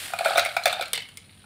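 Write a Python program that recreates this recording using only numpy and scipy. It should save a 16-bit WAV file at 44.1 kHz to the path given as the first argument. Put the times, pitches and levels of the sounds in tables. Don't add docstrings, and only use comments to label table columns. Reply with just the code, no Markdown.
import sys
import numpy as np
from scipy import signal
from scipy.fft import rfft, irfft
from scipy.io import wavfile

SR = 44100
rng = np.random.default_rng(int(sys.argv[2]) if len(sys.argv) > 2 else 0)


def transcribe(u):
    v = np.clip(np.atleast_2d(u).T, -1, 1)
    q = np.round(v * 32767).astype(np.int16)
    wavfile.write(sys.argv[1], SR, q)


N = 63945

# frequency_hz, density_db
AIR_SPECTRUM = [(20, -27), (60, -8), (180, -4), (350, -16), (2300, -33), (15500, -56)]
BAG_SPECTRUM = [(150, -15.5), (1100, -10), (1800, 1), (4200, -3), (6300, -12), (8800, -2.5), (15500, -16.5)]
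# time_s, level_db
BAG_ENVELOPE = [(0.059, -35.5), (.17, -46.5), (.28, -37.5), (.62, -49), (.72, -43), (.8, -53), (1.2, -62)]
# frequency_hz, t60_s
ECHO_DECAY = [(300, 0.25), (3000, 0.32), (6000, 0.26), (14000, 0.052)]
# time_s, wall_db, shell_db
SLIDE_ENVELOPES = [(.05, -53, -55), (0.234, -39, -42.5), (.29, -27, -34), (.42, -35.5, -36.5),
                   (.52, -40, -43), (.64, -48, -51.5), (.69, -33.5, -30.5), (.78, -41, -42.5),
                   (1.2, -76, -61)]
# frequency_hz, density_db
KNOCK_SPECTRUM = [(250, -16.5), (1700, -3), (2350, 3), (3000, -12), (3600, 0.5), (4700, -8), (7000, -21.5)]
SHELL_SPECTRUM = [(100, -42), (450, -11.5), (1500, -3.5), (3100, 3.5), (4400, 2), (6000, -26)]
TICK_SPECTRUM = [(2500, -13), (5000, -2), (6700, -5), (8400, 5.5), (12000, -8), (15500, -5)]
# frequency_hz, gain_db, t60_s
PAN_MODES = [(471.5, -15.5, 0.13), (2186, 3.5, 0.028), (3000, -11.5, 0.28)]
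BOX_MODES = [(606, -14, 0.18), (717.5, -14, 0.2), (1273, -5.5, 0.092), (1471, -12, 0.11), (2227, -10, 0.21),
             (2426, -3, 0.14), (3700, -21.5, .18)]
# start_s, ping_hz, ping_db, clack_db, tick_db
PAN_IMPACTS = [(0.188, 2433, -28.5, -33, -34.5), (0.2474, 4340, -33.5, -32, -37),
               (0.4502, 2110, -27.5, -35, -33), (0.6365, 4110, -33, -47, -42),
               (0.8571, 4230, -38, -43, -46), (0.881, 2510, -54, -49, -46.5), (0.9322, 3340, -27, -25, -23),
               (0.9445, 2080, -32, -36.5, -49), (0.9525, 2970, -40, -41, -36.5),
               (0.958, 3510, -43, -32, -43), (0.9763, 4330, -38, -31, -36), (1.0035, 2176, -37, -43, -49),
               (1.0209, 3010, -41, -43.5, -51), (1.055, 2220, -46, -54, -64),
               (1.0876, 2790, -50.5, -48, -51), (1.1721, 2130, -43, -43.5, -38.5),
               (1.2415, 2240, -58, -65, -70), (1.2934, 2180, -56, -54, -71)]
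# start_s, wall_hz, wall_db, overtone_db, ping_hz, clack_db, tick_db
BOX_IMPACTS = [(0.135, 732, -25, -31, 2420, -35.5, -40), (0.1927, 730, -31, -33.5, 2400, -44, -54),
               (0.2075, 711, -22, -39, 2470, -53, -47), (0.2505, 824, -27.5, -57, 2360, -36, -38.5),
               (0.258, 660, -19, -20, 2280, -36, -35), (0.263, 678, -19, -54, 2420, -34.5, -40),
               (0.284, 623, -26, -41, 1980, -38.5, -38.5), (0.306, 712, -21.5, -37, 3500, -40.5, -47),
               (0.3572, 682, -19, -37, 3580, -29.5, -54), (0.3728, 731, -26, -37, 2310, -26, -35),
               (0.3795, 661, -17.5, -19.5, 2000, -31, -23), (0.385, 646, -27.5, -25.5, 2005, -23, -37),
               (0.394, 695, -26, -24.5, 3816, -23, -30), (0.459, 640, -28.5, -42, 2203, -28.5, -46),
               (0.5661, 717, -21, -24.5, 2454, -25.5, -39.5), (0.6566, 700, -17, -39, 3520, -19.5, -24),
               (0.667, 593, -22.5, -42, 2080, -29, -33.5), (0.678, 820, -40, -54, 2335, -28.5, -32.5),
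               (0.7275, 761, -30.5, -30, 3630, -30, -35), (0.795, 734, -25.5, -43, 2320, -42, -64),
               (0.8105, 548, -30.5, -33, 3553, -31, -35.5), (0.8235, 638, -44, -35, 2367, -30.5, -47),
               (1.44, 844, -58.5, -53.5, 2370, -68, -70)]

WALL_PEAK_S, OVERTONE_PEAK_S, OVERTONE_HZ = 0.0031, 0.0023, 1425
CLACK_RISE_S = 0.00037


def amp(db):
    return 10 ** (np.asarray(db) / 20)


def unit_rms(x, span=None):
    return x / np.sqrt(np.mean(x[:span] ** 2) + 1e-20)


def unit_attack(x):
    return unit_rms(x, span=353)


def value_at(curve, hz):
    f, value = np.transpose(curve)
    return np.interp(np.log(hz + 1), np.log(f + 1), value)


def filtered(x, spectrum):
    hz = np.fft.rfftfreq(len(x), 1 / SR)
    return irfft(rfft(x) * amp(value_at(spectrum, hz)), len(x))


def add(mix, start_s, sound):
    part = mix[max(round(start_s * SR), 0):][:len(sound)]
    part += sound[:len(part)]


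def impulses(per_s, spread_db):
    size = amp(spread_db * np.minimum(rng.exponential(1, N), 4)) * rng.choice([-1, 1], N)
    return size * (rng.random(N) < per_s / SR)


def narrow_band(hz, half_width_hz):
    detuning = (np.fft.rfftfreq(N, 1 / SR) - hz) / half_width_hz
    return unit_rms(irfft(rfft(rng.standard_normal(N)) / (1 + detuning ** 2), N))


def background():
    air = amp(-57.5) * unit_rms(filtered(rng.standard_normal(N), AIR_SPECTRUM))
    hum = amp(-60.5) * narrow_band(hz=94.2, half_width_hz=4.9)
    whine = amp(-63) * narrow_band(hz=9510, half_width_hz=160)
    return air + hum + whine


def bag_rustle():
    level_db = np.interp(np.arange(N) / SR, *np.transpose(BAG_ENVELOPE))
    return amp(level_db) * unit_rms(filtered(impulses(per_s=5000, spread_db=2), BAG_SPECTRUM))


def echoes(x, build_s=0.0058):
    hz, t, noise = signal.stft(rng.standard_normal(SR // 2), SR, nperseg=256)
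    decay = amp(-60 * t / value_at(ECHO_DECAY, hz)[:, None])
    tail = signal.istft(noise * decay, SR, nperseg=256)[1]
    tail *= 1 - np.exp(-(np.arange(len(tail)) / SR / build_s) ** 2)
    return signal.fftconvolve(x, tail / np.linalg.norm(tail))[:N]


def ring(modes, t, count=3, scatter=0.0154):
    out = np.zeros(len(t))
    for hz, gain_db, t60_s in modes:
        for _ in range(count):
            split_hz = hz * (1 + scatter * rng.standard_normal())
            out += amp(gain_db - 60 * t / t60_s) * np.sin(2 * np.pi * (split_hz * t + rng.random()))
    return out / np.sqrt(count) * (1 - np.exp(-t / CLACK_RISE_S))


def thud(hz, peak_s, t):
    return unit_attack((t / peak_s) ** 2 * np.exp(-2 * t / peak_s) * np.sin(2 * np.pi * hz * t))


def ping(hz, t, fall_s=0.0048):
    phase = 2 * np.pi * hz * t
    tone = np.sin(phase) + amp(-13.5) * np.sin(1.7 * phase)
    return unit_attack(tone * (1 - np.exp(-t / CLACK_RISE_S)) * np.exp(-t / fall_s))


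def contact(spectrum, t, fall_s, rise_s=CLACK_RISE_S, variety_db=4):
    hz = np.arange(0, SR / 2, 450)
    own_spectrum = np.transpose([hz, variety_db * rng.standard_normal(len(hz))])
    burst = filtered(filtered(rng.standard_normal(len(t)), spectrum), own_spectrum)
    return unit_attack(burst * (1 - np.exp(-(t / rise_s) ** 2)) * np.exp(-t / fall_s))


def tick(t, fall_s=0.0036):
    return contact(TICK_SPECTRUM, t, fall_s, rise_s=0.000065)


def rattle(taps, per_s=330):
    trains = (signal.fftconvolve(impulses(per_s / len(taps), spread_db=2.5), tap)[:N] for tap in taps)
    return unit_rms(sum(trains))


def sliding_shells(count=6):
    time_s, wall_db, shell_db = np.transpose(SLIDE_ENVELOPES)
    now, t = np.arange(N) / SR, np.arange(SR // 20) / SR
    wall_hz = np.linspace(582, 796, count)
    thuds = [thud(hz, WALL_PEAK_S, t) + thud(OVERTONE_HZ * hz / wall_hz.mean(), OVERTONE_PEAK_S, t)
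             for hz in wall_hz]
    clacks = [contact(SHELL_SPECTRUM, t, fall_s=0.0035) + amp(-31) * tick(t, fall_s=0.0018)
              for _ in range(count)]
    on_wall = amp(np.interp(now, time_s, wall_db)) * rattle(thuds)
    on_shells = amp(np.interp(now, time_s, shell_db)) * rattle(clacks)
    return on_wall + on_shells


def pan_clicks():
    out, t = np.zeros(N), np.arange(SR // 4) / SR
    for start_s, ping_hz, ping_db, clack_db, tick_db in PAN_IMPACTS:
        clack = contact(SHELL_SPECTRUM, t, fall_s=0.0062) + ring(PAN_MODES, t)
        add(out, start_s, amp(clack_db) * clack + amp(tick_db) * tick(t) + amp(ping_db) * ping(ping_hz, t))
    return out


def box_knocks():
    out, t = np.zeros(N), np.arange(SR // 4) / SR
    for start_s, wall_hz, wall_db, overtone_db, ping_hz, clack_db, tick_db in BOX_IMPACTS:
        wall = amp(wall_db) * thud(wall_hz, WALL_PEAK_S, t)
        wall += amp(overtone_db) * thud(OVERTONE_HZ, OVERTONE_PEAK_S, t)
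        clack = contact(KNOCK_SPECTRUM, t, fall_s=0.0076) + amp(-2.5) * ping(ping_hz, t)
        shell = amp(clack_db) * clack + amp(tick_db) * tick(t)
        box = amp((wall_db + clack_db) / 2) * ring(BOX_MODES, t)
        add(out, start_s, wall + shell + box)
    return out


def scene(radiation_hz=304):
    hits = box_knocks() + pan_clicks()
    shells = hits + amp(-11) * echoes(hits) + sliding_shells()
    radiation = signal.butter(2, radiation_hz, btype="high", fs=SR, output="sos")
    return (signal.sosfilt(radiation, shells) + bag_rustle() + background())[None]


def record(dry, cutoff_hz=15650):
    lowpass = signal.firwin(301, cutoff_hz, window=("kaiser", 8), fs=SR)
    return signal.oaconvolve(dry, lowpass[None], "same")


dry = scene()
out = record(dry)
transcribe(out)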